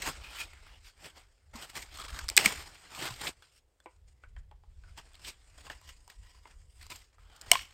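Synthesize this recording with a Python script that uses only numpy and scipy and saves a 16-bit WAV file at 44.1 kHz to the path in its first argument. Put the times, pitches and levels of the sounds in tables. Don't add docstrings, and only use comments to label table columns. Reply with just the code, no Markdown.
import sys
import numpy as np
from scipy import signal
from scipy.fft import rfft, irfft
from scipy.io import wavfile
from scipy.ndimage import uniform_filter1d, map_coordinates

SR = 44100
rng = np.random.default_rng(int(sys.argv[2]) if len(sys.argv) > 2 else 0)


def level_to_linear(level):
    exponent = np.asarray(level, float) / 20
    return 10 ** exponent


def master(y):
    cut = np.clip(np.atleast_2d(y).T, -1, 1)
    pcm = np.round(cut * 32767)
    wavfile.write(sys.argv[1], SR, pcm.astype(np.int16))


N = 340893

# t/s, peak level/dB, ring f/Hz, bright share/dB, length/ms
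SNAPS = [(2.2836, -23.5, 5000, -20, 0.66), (2.2882, -15.5, 4770, -15, 0.48), (2.2993, -18, 2300, 0.5, 1.13),
         (2.3663, -5.5, 3970, -1, 1.03), (2.37, -11.5, 3280, -13, 1.5), (2.3753, 1.5, 1970, -3.5, 1),
         (2.3771, -1, 2500, -13, 2.5), (2.3888, -19, 2240, -15, 1.1), (2.4582, -8, 2350, -5.5, 1.5),
         (2.46, -10, 2160, -12.5, 2.55), (3.578, -51.5, 4910, -4, 1.6), (5.133, -50, 3316, -12.5, 1.6),
         (5.1525, -43.5, 3220, -15, 3.2), (7.4128, -33, 5010, -3.5, 2.1), (7.4178, -37, 5000, 4, 0.91),
         (7.4985, -44, 5500, -3, 0.77), (7.5153, -1, 3896, -3, 1.2), (7.5172, -6, 7100, -12, 1.5),
         (7.5545, -18.5, 1900, -35, 1.6)]
# f/Hz, level/dB
TEAR_SPECTRUM = [(2600, -30), (4500, 1), (5500, -3.5), (6400, -4), (8050, 3), (9000, -4.5), (10400, -26.5),
                 (12500, -7.5), (15300, -13), (16800, -40)]


def snaps():
    def shape(t, length_ms):
        crack = np.exp(-(1000 * t / length_ms) ** 2.1) * (1 - np.exp(-t / 0.00045))
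        tail = level_to_linear(-25.5 - 60 * t / .03)
        return crack + tail
    return level_to_linear(-0.5) * bursts(SNAPS, shape, width=.2, grit_db=-6, hiss_db=12.5)


# t/s, level/dB, f/Hz, t60/s
BRANCH_MODES = [(7.5165, -21.5, 700.5, 0.073), (7.5165, -27.5, 1000, 0.059), (7.516, -8.5, 2230, 0.018),
                (7.5161, -3.5, 2990, 0.015), (2.3765, -31, 810, 0.08), (2.3765, -24, 2020, 0.03),
                (2.4595, -8.5, 2270, .015), (2.4595, -24.5, 202.5, 0.061), (3.106, -37, 121, 0.12),
                (1.55, -38, 234, 0.068), (3.859, -45.5, 335, 0.066), (3.859, -50, 516, 0.094),
                (2.3765, -29.5, 380, .06), (7.5545, -17.5, 1064, 0.03), (7.541, -28, 3200, .012),
                (7.549, -27, 2000, .012), (4.365, -52, 1000, .025), (4.8375, -52, 1470, .05),
                (4.238, -50, 1480, .05), (4.514, -58, 850, .08), (3.424, -57, 3400, .06),
                (3.803, -62, 3450, .04)]


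def branch():
    out, t = np.zeros(N + SR), np.arange(SR // 4) / SR
    for s, db, hz, t60 in BRANCH_MODES:
        swell = 1 - np.exp(-t * hz / 0.47)
        out[round(s * SR):][:len(t)] += level_to_linear(db - 60 * t / t60) * swell * np.sin(2 * np.pi * hz * t)
    return out[:N]


# t/s, peak level/dB, ring f/Hz, bright share/dB, t60/s
CREAKS = [(1.7654, -32, 2180, -12, 0.02), (1.8243, -33, 2210, -12, 0.02), (1.8564, -47, 1340, -12, 0.02),
          (1.941, -40, 3440, -13, 0.02), (1.9484, -41, 3350, -12, 0.02), (1.956, -36, 3360, -13, 0.02),
          (1.9859, -33, 1240, -17, 0.02), (1.9984, -33, 1200, -14, 0.02), (2.0154, -33, 3240, -17, 0.02),
          (2.0234, -34, 1140, -19, 0.02), (2.0388, -35, 1150, -12, 0.02), (2.0484, -34, 1870, -13, 0.02),
          (2.0624, -36, 1000, -17, 0.02), (2.0812, -35, 1290, -16, 0.02), (2.0934, -35, 1630, -16, 0.02),
          (2.1004, -38, 1360, -15, 0.02), (2.1274, -37, 1620, -22, 0.02), (2.1445, -35, 1200, -16, 0.02),
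          (2.1615, -33, 1660, -10, 0.02), (2.3974, -22, 1910, -12, 0.02), (2.4094, -22, 2520, -15, 0.02),
          (2.4764, -24, 1890, -13, 0.02), (2.5764, -34, 1780, -17, 0.02), (3.0774, -27, 1520, -11, 0.02),
          (3.1394, -37, 2600, -10, 0.02), (6.8274, -41, 3980, -15, 0.02), (7.5324, -18, 993, -20, 0.02),
          (7.5704, -29, 2890, -18, 0.02), (7.5914, -29, 2330, -22, 0.02)]


def creaks():
    def shape(t, t60):
        return level_to_linear(-60 * t / t60) * (1 - np.exp(-t / 0.0004))
    return level_to_linear(-2.5) * bursts(CREAKS, shape, width=0.2, grit_db=1.5, hiss_db=10.5)


# t/s, peak level/dB, low mode f/Hz, high mode f/Hz, bright share/dB
KNOCKS = [(.533, -46.5, 2140, 3180, -12), (.667, -50, 1400, 2290, -14), (2.243, -40, 1220, 3010, -8.5),
          (3.4227, -49, 1526, 3390, -14), (3.802, -54.5, 1630, 3450, -8), (3.8589, -37.5, 950, 2195, -31),
          (4.2371, -44.5, 1480, 2250, -30), (4.3643, -46, 1760, 3100, -24), (4.5127, -51, 847, 3250, -21),
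          (4.636, -56.5, 873, 3450, -26), (4.8368, -50.5, 1470, 2490, -24),
          (5.668, -39.5, 1093, 2830, -20.5), (5.6996, -31.5, 1800, 2880, -18), (5.707, -39, 875, 1800, -18),
          (5.814, -53, 1060, 2900, -5), (6.0779, -48, 950, 3003, -4.5), (6.347, -59.5, 1010, 3140, -14),
          (6.455, -44, 949, 2180, -26.5), (6.615, -62, 2200, 3500, -11), (6.866, -48.5, 1034, 2050, 1),
          (7.183, -53, 1320, 1730, -21.5)]
# f/Hz, level/dB
STICK_SPECTRUM = [(150, -39), (300, -2), (1000, -1), (2200, -6.5), (2900, -12), (4500, -24), (6500, -48.5),
                  (12000, -120)]


def knocks():
    out, t = np.zeros(N + SR), np.arange(6144) / SR
    fine, stick = response(TEAR_SPECTRUM), response(STICK_SPECTRUM)
    for s, db, low_hz, high_hz, bright_db in KNOCKS:
        rattle_t60 = .058 * np.exp(-.018 * (bright_db + 14.5))
        noise = rng.standard_normal(len(t))
        decay = level_to_linear(-60 * t / 0.0058) + level_to_linear(-11.0 - 60 * t / rattle_t60) + level_to_linear(-23 - 60 * t / 0.24)
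        blow = decay * noise
        two_modes = mode(t, low_hz, 0.15 * low_hz) + level_to_linear(-0.5) * mode(t, high_hz, 0.12 * high_hz)
        ringing = through(through(blow, two_modes), stick)
        body = to_peak(ringing) + level_to_linear(-2.5) * to_peak(through(blow, stick))
        tick = through(level_to_linear(-60 * t / 0.013) * noise, fine)
        knock = to_peak(body) + level_to_linear(bright_db + 7.0) * to_peak(tick)
        out[round(s * SR):][:len(t)] += level_to_linear(db + 1.0) * knock
    return out[:N]


# t/s, peak level/dB, ring f/Hz, bright share/dB, t60/s
LUMPS = [(0.019, -23.5, 2000, -9.5, 0.064), (0.346, -39, 1450, -23, 0.04),
         (1.555, -34.5, 926, -11.5, 0.099), (1.622, -34, 2730, -9, 0.066), (1.696, -38, 2160, -10, 0.038),
         (1.753, -28, 2140, -10, 0.02), (1.818, -32.5, 2240, -3, 0.071), (1.971, -34.5, 1130, -6, 0.036),
         (2.189, -24.5, 1520, -10, 0.017), (2.212, -35, 1270, -20, 0.023), (2.948, -30, 2240, -13, 0.02),
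         (2.956, -32, 1130, -14, 0.23), (3.104, -31, 1010, -12.5, 0.063), (3.268, -21, 2400, -33, 0.067),
         (4.974, -36.5, 910, -14.5, 0.046), (5.142, -45.5, 3110, -17.5, 0.039),
         (5.246, -32.5, 3000, -20, 0.08), (6.099, -38.5, 1910, -8, 0.027),
         (6.811, -40.5, 2050, -14.5, 0.04), (6.901, -39, 1030, -2, 0.04), (6.958, -34, 3270, 3, 0.026),
         (7.362, -43.5, 1390, -5, 0.025)]


def lumps():
    def shape(t, t60):
        return level_to_linear(-60 * t / t60) * (1 - np.exp(-t / 0.0012))
    return level_to_linear(-3.5) * bursts(LUMPS, shape, width=0.17, grit_db=-0.5, hiss_db=13.0)


def bursts(rows, shape, width, grit_db, hiss_db):
    out, t = np.zeros(N + SR), np.arange(2048) / SR
    crisp, fine = response(CRISP_SPECTRUM), response(TEAR_SPECTRUM)
    for s, db, hz, bright_db, length in rows:
        burst = shape(t, length) * rng.standard_normal(len(t))
        ring = through(through(burst, mode(t, hz, width * hz)), mode(t, hz, 1.2 * hz))
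        grit = level_to_linear(grit_db) * to_peak(through(burst, crisp))
        hiss = level_to_linear(bright_db + hiss_db) * to_peak(through(burst, fine))
        out[round(s * SR):][:len(t)] += level_to_linear(db) * to_peak(to_peak(ring) + grit + hiss)
    return out[:N]


# f/Hz, level/dB
DULL_SPECTRUM = [(71, -26.5), (120, -0.5), (209, -8.5), (290, -5), (493, -7), (762, -2.5), (2000, -6),
                 (2600, -32.5), (4400, -120)]
# f/Hz, level/dB
CRISP_SPECTRUM = [(710, -31), (1200, -6), (1940, -4), (2110, 0), (3360, -1), (3680, -4.5), (5010, -3.5),
                  (6200, -13.5), (8060, -41), (13600, -120)]
# f/Hz, level/dB
FINE_SPECTRUM = [(2820, -37), (4800, 0.5), (5230, 0), (6120, -8), (6620, 0), (8050, 3), (9050, -1.5),
                 (10200, -20.5), (13300, -49), (22000, -120)]
# f/Hz, level/dB
ICY_SPECTRUM = [(6000, -39), (10200, -9), (12600, 3.5), (15500, -5.5), (16300, -12.5), (16500, -52.5)]


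def crunch():
    level, dull, sharp, icy = pressure()
    clump = slips(70, fall_s=0.0093, depth_db=1.8) + 1.2 * wobble(160)

    def layer(spectrum, rough_db):
        return patchy(coloured(grains(rough_db, clump), spectrum), patchy_db=2.5)

    middle = level * layer(CRISP_SPECTRUM, rough_db=1.5)
    coarse = dull * layer(DULL_SPECTRUM, rough_db=0.0)
    fine = sharp * layer(FINE_SPECTRUM, rough_db=1.0)
    press = (level / level_to_linear(-50)) ** .17
    crystals = level_to_linear(-9.5) * icy * press * layer(ICY_SPECTRUM, rough_db=2.5)
    return level_to_linear(-1.0) * (middle + coarse + fine + crystals + level * rubbing(clump))


# t/s of most pressure, level/dB, rise/ms, fall/ms, dull share/dB
TREADS = [(0.08, -35.5, 100, 66, -2.5), (.412, -42, 137, 64, -6), (.886, -51.5, 76, 39, -13),
          (1.062, -47, 92, 59, -2), (1.174, -56, 47, 98, -0.5), (1.54, -58, 9, 200, 8),
          (1.625, -48.5, 76, 93, -2.5), (1.772, -43, 44, 108, -3), (3.074, -40.5, 200, 69, -0.5),
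          (3.04, -44, 60, 80, -3), (3.125, -49, 11, 98, -8), (3.145, -51, 30, 60, -5),
          (3.215, -42.5, 50, 90, -3), (3.245, -45, 50, 70, -3), (1.701, -48, 25, 35, -8),
          (3.28, -37, 80, 35, -2), (3.424, -58.5, 3, 85, -22.5)]
# t/s, level/dB, rise/ms, fall/ms, dull share/dB
STRAINS = [(2.02, -49, 170, 15, -3), (2.052, -49, 40, 28, -3), (2.084, -49, 4, 60, -9),
           (2.187, -49, 153, 160, -1), (2.318, -49.5, 41, 60, 0.5), (2.39, -34.5, 14, 90, -2.5),
           (2.46, -31, 80, 63, -3.5), (2.5, -43, 33, 300, -1.5), (2.525, -41, 100, 30, -2),
           (7.5, -58, 257, 20, 4), (7.54, -37, 52, 60, -3), (7.58, -48, 40, 134, -7)]
# t/s, level/dB, rise/ms, fall/ms, dull share/dB
GRIPS = [(3.585, -67, 120, 30, -16), (4.986, -49.5, 18, 39, 0), (5.29, -41, 66, 36.5, -10),
         (5.6, -57.5, 90, 81, -4.5), (5.67, -51.5, 47, 36, -5), (5.72, -52, 40, 57, -10),
         (5.89, -57.5, 185, 91, -9.5), (6.099, -58.5, 15, 70, -1.5), (6.235, -64, 25, 400, -6),
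         (6.475, -67.5, 49, 174, 3), (6.826, -56, 53, 128, -7), (6.903, -43.5, 7, 125, -8.5),
         (7.19, -68.5, 5, 260, -2.5)]
# t/s, level/dB, rise/ms, fall/ms, dull
# share/dB
BRUSHES = [(3.535, -78, 20, 80, -5), (3.845, -78, 50, 40, -5), (3.91, -76, 40, 100, -5),
           (3.965, -79, 100, 10, -5), (4.08, -72, 15, 60, -5), (4.13, -76, 80, 10, -5),
           (4.24, -78, 60, 40, -5), (4.286, -77, 5, 50, -5), (4.39, -74, 50, 30, -5),
           (6.603, -74, 3, 40, -5), (6.78, -75, 250, 60, -5), (7.15, -79, 60, 40, -5)]
# t/s, rustle level/dB, fine share/dB
BUSY = [(0, -50.5, -2), (.3, -56, -10.5), (.5, -60.5, -5), (.74, -63.5, -7.5), (.83, -75.5, -3),
        (1.53, -80, -1), (1.9, -76, -4), (2.9, -63, -3), (3.4, -72, -1), (3.66, -89.5, 3), (4.08, -84, -3),
        (4.6, -86.5, -3), (4.9, -71, -2), (5.1, -67, -3.5), (6.05, -76, 4), (6.7, -84.5, 9.5),
        (7.18, -87, -3), (7.35, -71, -5)]


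def pressure():
    kinds = [(TREADS, -4, -4.5), (STRAINS, -3, -4.5), (GRIPS, -4, -5), (BRUSHES, 2.5, -3)]
    gains = np.vstack([swells(rows) for rows, *_ in kinds])
    shares_db = [(row[-1], fine_db, icy_db) for rows, fine_db, icy_db in kinds for row in rows]
    dull, fine, icy = level_to_linear(np.transpose(shares_db))[:, :, None]
    busy_db, busy_fine_db = curves(BUSY)
    layers = [(1, 0), (dull, -3), (fine, busy_fine_db), (icy, busy_fine_db - 5)]
    return [np.hypot(joined(gains * share), level_to_linear(busy_db + db)) for share, db in layers]


# start t/s, end t/s, f/Hz,
# width f/Hz, share level/dB
RUBS = [(0.092, 0.798, 1376, 89.5, -7.5), (0.202, 0.334, 2480, 130, 2.5), (0.367, 0.461, 2480, 109, 2.5),
        (0.43, 0.725, 2140, 110, -1), (.7, 0.8, 2900, 200, 3), (1.91, 2.265, 1270, 200, -1.5),
        (1.9, 2.145, 3370, 220, -2.5), (3.027, 3.1, 1510, 250, -5), (3.035, 3.096, 3274, 200, -3.5),
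        (3.857, 4.049, 1456, 89.5, -3.5), (4.104, 4.5, 1990, 90.5, 0), (4.838, 4.918, 1453, 90, 4),
        (5.242, 5.307, 5430, 302, -6), (5.537, 6.996, 1000, 49.9, -7.5), (5.55, 7.0, 1915, 90.6, -7.5),
        (5.56, 6.99, 2870, 100, -8), (6.884, 6.956, 985, 49.7, -6), (5.549, 7.002, 4860, 120.3, -9.5),
        (7.18, 7.507, 1420, 148.6, -1.5), (7.182, 7.499, 3070, 249, -1), (7.532, 7.733, 2980, 220, 0),
        (7.53, 7.702, 5570, 220, -6.5), (6.66, 6.84, 8500, 700, 0), (6.89, 7.02, 12400, 900, -12),
        (6.8, 6.94, 4000, 200, -3), (.05, .13, 1000, 250, -2), (.18, .45, 3000, 200, -4),
        (.66, .72, 2000, 500, 2), (3.5, 3.62, 8300, 800, -3), (3.52, 3.61, 5400, 400, 0)]


def rubbing(clump):
    out, scrape = np.zeros(N), grains(2.2, clump)
    t = np.arange(1024) / SR
    for start, end, hz, width_hz, db in RUBS:
        part = scrape[round(start * SR):round(end * SR)]
        fade = np.sqrt(np.hanning(len(part)) ** 0.9)
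        body = mode(t, hz, width_hz)
        stroke = through(part, body / np.linalg.norm(body))
        out[round(start * SR):][:len(part)] += level_to_linear(db) * fade * stroke
    return out


def grains(rough_db, clump):
    return unit(level_to_linear(rough_db * wobble(900) + clump) * rng.standard_normal(N))


def slips(rate, fall_s, depth_db):
    kicks = (rng.random(N) < rate / SR) * rng.exponential(1, N)
    load = signal.lfilter([1], [1, -np.exp(-1 / (fall_s * SR))], kicks) + 0.39
    return depth_db * unit(np.log(load) - np.log(load).mean())


def patchy(x, patchy_db):
    z = signal.stft(x, nperseg=256)[2]
    field = uniform_filter1d(rng.standard_normal(z.shape), 3, axis=0)
    field = uniform_filter1d(field, 18, axis=1)
    return unit(signal.istft(z * level_to_linear(patchy_db * unit(field)), nperseg=256)[1][:N])


# f/Hz, t60/s
TRUNK_DECAY = [(300, 0.096), (2500, .35), (12000, .2)]


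def trunks(x):
    hz, t, z = signal.stft(rng.standard_normal(SR // 2), SR, nperseg=256)
    decay = level_to_linear(-60 * t / along(TRUNK_DECAY, hz)[:, None])
    tail = signal.istft(z * decay, SR, nperseg=256)[1]
    delayed = np.pad(x, (300, 0))
    return signal.fftconvolve(delayed, tail / np.linalg.norm(tail))[:N]


# t/s, level/dB, rise/ms, fall/ms
GUSTS = [(.17, -47.5, 800, 290), (.5, -56, 680, 1700), (1.55, -52.5, 200, 130), (2.11, -47, 520, 1100),
         (2.5, -50.5, 800, 160), (3.25, -56, 550, 260), (4.07, -54, 160, 350), (4.37, -40.5, 130, 246),
         (4.89, -49, 570, 290), (5.3, -54.5, 1650, 300), (5.53, -52, 140, 170), (5.77, -46, 226, 140),
         (6.2, -51.5, 160, 120), (6.95, -54.5, 2500, 220), (7.21, -50.5, 78, 180), (7.5, -49.5, 120, 390)]
# f/Hz, level/dB
BUFFET_SPECTRUM = [(8.8, -39), (15, -10.5), (33, -0.5), (54, -0.5), (72, -1.5), (124, -20.5), (220, -35.5),
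                   (290, -67), (480, -120)]
# f/Hz, level/dB
HUSH_SPECTRUM = [(35, -30.5), (60, -0.5), (103, -2.5), (189, -12.5), (448, -4), (1200, -16.5), (2140, -19),
                 (6140, -25.5), (8510, -27.5), (16000, -31)]


def air():
    buffet = unit(level_to_linear(2.5 * wobble(15)) * coloured(rng.standard_normal(N), BUFFET_SPECTRUM))
    hush = level_to_linear(-79) * coloured(rng.standard_normal(N), HUSH_SPECTRUM)
    return joined(swells(GUSTS)) * buffet + hush


def swells(rows):
    slope_db = 21.5
    t = np.arange(0, N + 44, 44) / SR
    s, db, rise_ms, fall_ms = np.transpose(rows)[:4, :, None]
    return level_to_linear(db - slope_db * 1000 * np.abs(t - s) / np.where(t < s, rise_ms, fall_ms))


def joined(gains):
    total = np.sqrt(np.sum(gains ** 2, axis=0))
    return np.interp(np.arange(N) / 44, np.arange(gains.shape[1]), total)


def curves(rows):
    s, *cols = np.transpose(rows)
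    return [np.interp(np.arange(N) / SR, s, c) for c in cols]


def wobble(rate):
    return map_coordinates(rng.standard_normal(int(N * rate / SR) + 4), [np.arange(N) * rate / SR])


def mode(t, hz, width_hz):
    ring = np.exp(-np.pi * width_hz * t) * np.sin(2 * np.pi * hz * t)
    return np.diff(ring, prepend=0) * SR / hz


def along(points, hz):
    f, v = np.transpose(points)
    return np.interp(np.log(hz + 1), np.log(f + 1), v)


def response(spectrum):
    size = 2 ** 12
    gain = np.maximum(level_to_linear(along(spectrum, np.fft.rfftfreq(size, 1 / SR))), 1e-4)
    cep = irfft(np.log(gain))
    cep[1:size // 2] *= 2
    cep[size // 2 + 1:] = 0
    h = irfft(np.exp(rfft(cep)))
    return h / np.linalg.norm(h)


def through(x, h):
    return signal.fftconvolve(x, h)[:len(x)]


def coloured(x, spectrum):
    return through(x, response(spectrum))


def unit(x):
    return x / np.sqrt(np.mean(x ** 2) + 1e-20)


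def to_peak(x):
    return x / np.abs(x).max()


def scene():
    wood = snaps() + branch() + knocks()
    snow = lumps() + crunch()
    return (wood + creaks() + snow + level_to_linear(-21) * trunks(wood) + air())[None]


def low_pass(x):
    return signal.sosfilt(signal.butter(12, 17150, fs=SR, output="sos"), x)


def record(dry):
    soft = dry / (1 + np.abs(dry / 1.1) ** 6) ** (1 / 6)
    hz = np.fft.rfftfreq(N, 1 / SR)

    def edge(end_hz):
        return np.sin(np.pi / 2 * np.clip((end_hz - hz) / 400, 0, 1)) ** 2

    gain = np.maximum(edge(16200), level_to_linear(-17) * edge(17150))
    limited = irfft(rfft(soft) * gain, N)
    return low_pass(limited)


dry = scene()
out = record(dry)
master(out)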